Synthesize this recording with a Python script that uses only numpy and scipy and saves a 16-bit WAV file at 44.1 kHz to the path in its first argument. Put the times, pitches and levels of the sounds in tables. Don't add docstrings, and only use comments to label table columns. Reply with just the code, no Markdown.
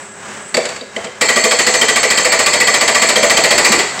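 import sys
import numpy as np
from scipy import signal
from scipy.fft import rfft, irfft, next_fast_len
from scipy.io import wavfile
from scipy.ndimage import uniform_filter1d, map_coordinates

SR = 44100
rng = np.random.default_rng(int(sys.argv[2]) if len(sys.argv) > 2 else 0)


def waveform_to_disk(signal):
    frames = np.transpose(np.atleast_2d(signal))
    scaled = np.clip(frames, -1, 1) * 32767
    samples = np.round(scaled).astype(np.int16)
    wavfile.write(sys.argv[1], SR, samples)


def convert_level_to_amplitude(level_db):
    exponent = np.asarray(level_db, float) / 20
    return 10 ** exponent


N = 176400


def along(points, hz):
    f, v = np.transpose(points)
    return np.interp(np.log(hz + 1), np.log(f + 1), v)


def unit(x):
    return x / np.sqrt(np.mean(x ** 2) + 1e-20)


def curves(rows):
    s, *cols = np.transpose(rows)
    return [np.interp(np.arange(N) / SR, s, c) for c in cols]


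def wobble(rate):
    knots = rng.standard_normal(int(N * rate / SR) + 4)
    return map_coordinates(knots, [np.arange(N) * rate / SR])


def coloured(x, gain):
    m = next_fast_len(len(x) + 8192)
    return irfft(rfft(x, m) * gain(np.fft.rfftfreq(m, 1 / SR)), m)[:len(x)]


def dying(t60s, size, spectrum=((1, 0), (2, 0)), rise=((1, 1e-5),)):
    hz, t, z = signal.stft(rng.standard_normal(size), SR, nperseg=128)
    colour = convert_level_to_amplitude(along(spectrum, hz))[:, None]
    colour = colour / np.sqrt(np.mean(colour ** 2))
    rise_s = np.maximum(along(rise, hz), 1e-5)[:, None]
    swell = 1 - np.exp(-(t + .0007) / rise_s)
    decay = convert_level_to_amplitude(-60 * t / along(t60s, hz)[:, None])
    return signal.istft(z * swell * colour * decay, SR, nperseg=128)[1][:size]


def ring(modes, t, shorter=1, favour_hz=None, slope_db=9.5):
    hz, db, t60, late, spread = np.repeat(np.transpose(modes), 2, axis=1)[:, :, None]
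    detune, scatter = rng.standard_normal((2,) + hz.shape)
    start = rng.random(hz.shape)
    late = np.maximum(late * shorter, 1e-4)
    swell = np.sin(np.pi / 2 * np.minimum(t / late, 1)) ** 2
    if favour_hz:
        octaves = np.abs(np.log2(hz / np.array(favour_hz))).min(axis=1, keepdims=True)
        db = db - slope_db * octaves
    steps = rng.standard_normal((len(hz), len(t) // 64 + 1)) * np.sqrt(.9 * spread * 64 / SR)
    wander = np.repeat(np.cumsum(steps, axis=1), 64, axis=1)[:, :len(t)]
    wander = uniform_filter1d(wander, size=64, axis=1)
    tone = np.sin(2 * np.pi * ((hz + spread * detune) * t + start) + wander)
    decay_db = -60 * np.maximum(t - late, 0) / (t60 * shorter)
    level = convert_level_to_amplitude(db + 1 * scatter + decay_db)
    return np.sum(level * swell * tone, axis=0)


# (frequency [Hz], level [dB per Hz])
CLATTER_COLOUR = [(26, -51), (45, -28), (202, -10), (271, -16), (401, -16.5), (465, -17), (552, -12),
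                  (1710, -12.5), (4460, -27.5), (7850, -20.5), (11100, -51), (16000, -48)]
# (time [s], level [dB])
CLATTER_LEVEL = [ [(0.0, -28.5), (0.128, -33), (0.52, -30.5)], ][0] + [(.9, -31), (1.2, -34.5), (4, -26)]


def clatter(turns):
    level_db, = curves(CLATTER_LEVEL)
    noise = unit(coloured(rng.standard_normal(N), lambda hz: convert_level_to_amplitude(along(CLATTER_COLOUR, hz))))
    pulse = 1 + 0.11 * np.cos(2 * np.pi * turns)
    return noise * pulse * convert_level_to_amplitude(level_db - 1.5 + 2.4 * wobble(8))


# (multiple of firing rate [x], level [dB])
SHAFT_TONES = [(2, -56), (3, -52), (5.5, -80.5), (6, -44.5), (11, -43), (12, -43.5), (16, -44.5), (48, -42),
               (60, -47)]


def shaft_and_pump(turns):
    hum = np.zeros(N)
    for k, db in SHAFT_TONES:
        level = convert_level_to_amplitude(db - 1.5 + 1.34 * wobble(26))
        hum += level * np.sin(2 * np.pi * k * turns + k * k)
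    return hum


# (time [s], frequency [Hz], level [dB])
WHISTLE_PATH = [(0, 7850, -37), (.3, 7920, -44), (.5, 7900, -34), (.7, 8000, -60), (1.2, 7440, -66),
                (4, 8500, -55)]


def whistle():
    width_hz = 330
    hz, db = curves(WHISTLE_PATH)
    in_phase, quarter_turn = [
        unit(coloured(rng.standard_normal(N), lambda f: 1 / (1 + (f / width_hz) ** 2))) for _ in range(2)]
    phase = 2 * np.pi * np.cumsum(hz) / SR
    return convert_level_to_amplitude(db) * (in_phase * np.cos(phase) + quarter_turn * np.sin(phase))


def engine():
    firing_hz = 34.62 * (1 + 0.0042 * wobble(1.8))
    turns = np.cumsum(firing_hz) / SR
    return clatter(turns) + shaft_and_pump(turns) + whistle()


# (frequency [Hz], t60 [s])
YARD_T60 = [(200, 0.32), (1000, 0.48), (4000, 0.8), (9000, 0.7)]


def yard(x):
    delay_s, level_db = .025, -7.5
    out, step = np.zeros(N + 2 * SR), SR // 8
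    for i in range(0, N, step):
        tail = dying(YARD_T60, SR)
        wet = signal.fftconvolve(x[i:i + step], tail / np.linalg.norm(tail))
        out[i + round(delay_s * SR):][:len(wet)] += wet
    return convert_level_to_amplitude(level_db) * out[:N]


# (time [s], frequency [Hz], level [dB], t60 [s])
LOG_KNOCKS = [(.555, 203, -18, 0.071), (0.813, 253, -24, 0.084), (3.703, 212, -2, 0.056),
              (3.74, 342, -7, 0.069), (3.794, 409, -9.5, 0.084)]


def knocks():
    out = np.zeros(N)
    for s, hz, db, t60 in LOG_KNOCKS:
        t = np.maximum(np.arange(N) / SR - s, 0)
        out += convert_level_to_amplitude(db - 60 * t / t60) * (1 - np.exp(-t / 0.0056)) * np.sin(2 * np.pi * hz * t)
    return out


# (time [s], level [dB])
TEARING_LEVEL = [(0, -60), (3.0, -68), (3.3, -24.5), (3.55, -22.5), (3.75, -24), (3.82, -21.5), (4, -50)]


def splinters():
    count, middle_hz, spread_octaves, sizes_db, cycles = 900, 1087, 1.056, 6.5, 3
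    pitch, size = rng.standard_normal((2, count, 1))
    when = rng.uniform(3 * SR, N, (count, 1)).astype(int)
    hz = np.clip(middle_hz * 2 ** (spread_octaves * pitch), 350, 8000)
    k = np.arange(1500)
    decay = np.exp(-k * hz / (SR * cycles))
    grains = convert_level_to_amplitude(sizes_db * size) * decay * np.sin(2 * np.pi * hz * k / SR)
    crackle = np.bincount((when + k).ravel(), grains.ravel(), N + len(k))[:N]
    level_db, = curves(TEARING_LEVEL)
    return convert_level_to_amplitude(level_db) * crackle / np.std(crackle[3 * SR:])


# (frequency [Hz], level [dB per Hz])
CRASH_COLOUR = [(35, -69), (60, -25.5), (492, 1), (1550, -3.5), (2000, 5), (3500, -6), (4530, 0.5),
                (6000, -12), (7750, 2.5), (9350, -23), (16000, -40)]
# (frequency [Hz], t60 [s])
CRASH_DECAY = [(100, 0.32), (500, 0.32), (2000, 0.17), (5000, 0.17), (10000, 0.15)]
# (frequency [Hz], rise [s])
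CRASH_SWELL = [(300, 0.021), (1000, 0.0032), (3000, 0.0046), (6000, 0.0027)]
# (frequency [Hz], level [dB], t60 [s], peak after [s], spread [Hz])
LOG_MODES = [(231.7, -1, 0.11, 0.0064, 8), (365.6, -13, 0.16, .018, 3.9), (448.5, -8, 0.05, 0.038, 10.7),
             (500, -6.5, .2, 0.017, 4.5), (589.2, -7, .2, 0.013, 5.6), (659.7, -8.5, 0.15, 0.031, 8.7),
             (757.3, -18.5, 0.18, 0.048, 5.5), (1005.3, -11.5, 0.075, 0.021, 9.6)]
# (time [s], frequency [Hz])
LOG_FAVOURED = [(0, 603), (1.2, 500), (1.9, 520), (2.2, 615), (3, 560), (3.3, 670), (3.7, 517)]


def strikes(events, steel_ring, crash_over_db, shorter):
    out, t = np.zeros(N + SR), np.arange(SR // 4) / SR
    fade = np.clip((t[-1] - t) / .05, 0, 1)
    decay = [(hz, t60 * shorter) for hz, t60 in CRASH_DECAY]
    swell = [(hz, rise * shorter) for hz, rise in CRASH_SWELL]
    for s, crash_db, steel_db, log_db, *colour in events:
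        crash = convert_level_to_amplitude(crash_db + crash_over_db) * dying(decay, len(t), CRASH_COLOUR, swell)
        steel = convert_level_to_amplitude(steel_db) * steel_ring(t, *colour)
        favour_hz = np.interp(s, *np.transpose(LOG_FAVOURED))
        thump = convert_level_to_amplitude(log_db) * ring(LOG_MODES, t, np.sqrt(shorter), favour_hz)
        out[round(s * SR):][:len(t)] += fade * (crash + steel + thump)
    return out[:N]


# (frequency [Hz], level [dB], t60 [s], peak after [s], spread [Hz])
LOOSE_MODES = [(2030, 0, .035, .004, 30), (2250, -3, .035, .003, 40), (3150, 0, .03, .003, 30),
               (3800, -6, .045, .002, 20), (4600, 3, .04, .005, 20), (6600, -6, .03, .003, 60),
               (7800, -3, .035, .002, 100)]
# (time [s], crash level [dB], steel level [dB], log level [dB], favoured [Hz], also favoured [Hz])
CLANK_EVENTS = [(.543, -7.5, -9.5, -13.5, 2000, 4600), (.568, -7, -9, -6.5, 2200, 3800),
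                (.653, -14, -21, -21, 2260, 7800), (.689, -19, -29, -30, 3800, 7800),
                (.76, -23, -38, -30, 4600, 7800), (.81, -32, -21, -25.5, 3750, 3750),
                (.962, -20.5, -11, -16.5, 2020, 2960), (1.043, -19, -47, -22.5, 2250, 4600),
                (1.069, -32, -29, -24, 2250, 3150), (3.991, -18, -17, -22, 3700, 3800)]


def clanks():
    def loose_tool(t, *favour_hz):
        return ring(LOOSE_MODES, t, 0.78, favour_hz, slope_db=50)
    return strikes(CLANK_EVENTS, loose_tool, crash_over_db=0, shorter=0.45)


# (frequency [Hz], level [dB], t60 [s], peak after [s], spread [Hz])
STEEL_MODES = [(1162.3, -7.5, 0.045, 0.024, 6.1), (1455, -24.5, .1, 0.0071, 15),
               (1833, -13.5, 0.22, 0.026, 42), (1942, -2.5, 0.023, 0.022, 21),
               (2020, -8, 0.37, 0.0092, 52.6), (2382, -8.5, 0.25, 0.0079, 88.8),
               (4390, -14, 0.23, 0.051, 40.6), (4533, 1, 0.021, 0.00094, 63), (5290, -18, 0.21, 0.0034, 15),
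               (6298, -14, .3, .03, 3), (11410, -35, .2, .02, 20), (7040, -15, 0.6, 0.0035, 49.6),
               (7660, -11, 0.15, 0.062, 33.6), (8000, -11, 0.21, 0.0035, 65)]
# (frequency [Hz], level [dB], t60 [s], peak after [s], spread [Hz])
TOOL_MODES = [(3210, -8, 0.017, 0.01, 62)]
# (time [s], crash treble level [dB], steel level [dB], log level [dB], tool clang over steel [dB])
BLOW_EVENTS = [(1.2102, -20.5, -9.5, -13, 5), (1.2856, -21.5, -12, -12.5, 6.5), (1.3598, -23, -9.5, -9, 4),
               (1.4374, -22, -9.5, -9, 1), (1.5096, -21, -12, -10.5, 7), (1.5869, -20.5, -12, -14.5, 2),
               (1.6647, -20.5, -11, -10, 5), (1.7368, -22, -10.5, -13.5, -4),
               (1.8122, -20, -13.5, -10.5, 15), (1.8824, -20.5, -13, -16.5, 7),
               (1.9575, -20.5, -11, -15, 7), (2.0289, -21, -11.5, -12.5, -21),
               (2.1022, -21, -10.5, -15.5, 2), (2.1733, -20.5, -11.5, -13, 7),
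               (2.2465, -22.5, -10, -8.5, -5), (2.3185, -20, -11, -13, -15), (2.3894, -21, -11, -13.5, -7),
               (2.4604, -20, -10.5, -15.5, 2), (2.5312, -20.5, -12.5, -16, 9.5),
               (2.6009, -21.5, -9, -15, -13), (2.67, -22, -9, -13, 4), (2.7388, -20, -12.5, -17, 4),
               (2.8091, -21, -11, -13.5, -6), (2.8769, -20, -14, -13, 5.5), (2.9459, -21, -9, -13.5, 2),
               (3.0176, -20.5, -9, -11.5, 1), (3.0867, -20, -14.5, -10, -11),
               (3.1569, -20.5, -13, -7.5, 11.5), (3.2268, -21, -11, -4.5, 2), (3.2965, -19.5, -12, -11, 6),
               (3.3675, -20, -12.5, -10.5, 9.5), (3.4374, -19.5, -12, -11, -11),
               (3.5064, -20, -9, -10.5, 7), (3.5772, -19, -12.5, -12, -12), (3.6458, -18, -8.5, -14, -14),
               (3.7183, -18, -12, -20, -1), (3.7884, -23, -16.5, -20, 3)]


def blows():
    def breaker(t, clang_db):
        return ring(STEEL_MODES, t) + convert_level_to_amplitude(clang_db) * ring(TOOL_MODES, t)
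    return strikes(BLOW_EVENTS, breaker, crash_over_db=16, shorter=1)


def scene():
    background = engine()
    hits = knocks() + splinters() + clanks() + blows()
    return (background + yard(hits) + hits)[None]


def band_limit(x):
    return signal.sosfilt(signal.butter(12, 16620, fs=SR, output="sos"), x)


def record(dry):
    ceiling, knee = .8, 3
    low_cut_hz, top_hz = 86, 15900
    clipped = dry[0] / (1 + np.abs(dry[0] / ceiling) ** knee) ** (1 / knee)
    mix = coloured(clipped, lambda hz: (hz < top_hz) * hz / np.hypot(hz, low_cut_hz))
    return band_limit(mix[None])


dry = scene()
out = record(dry)
waveform_to_disk(out)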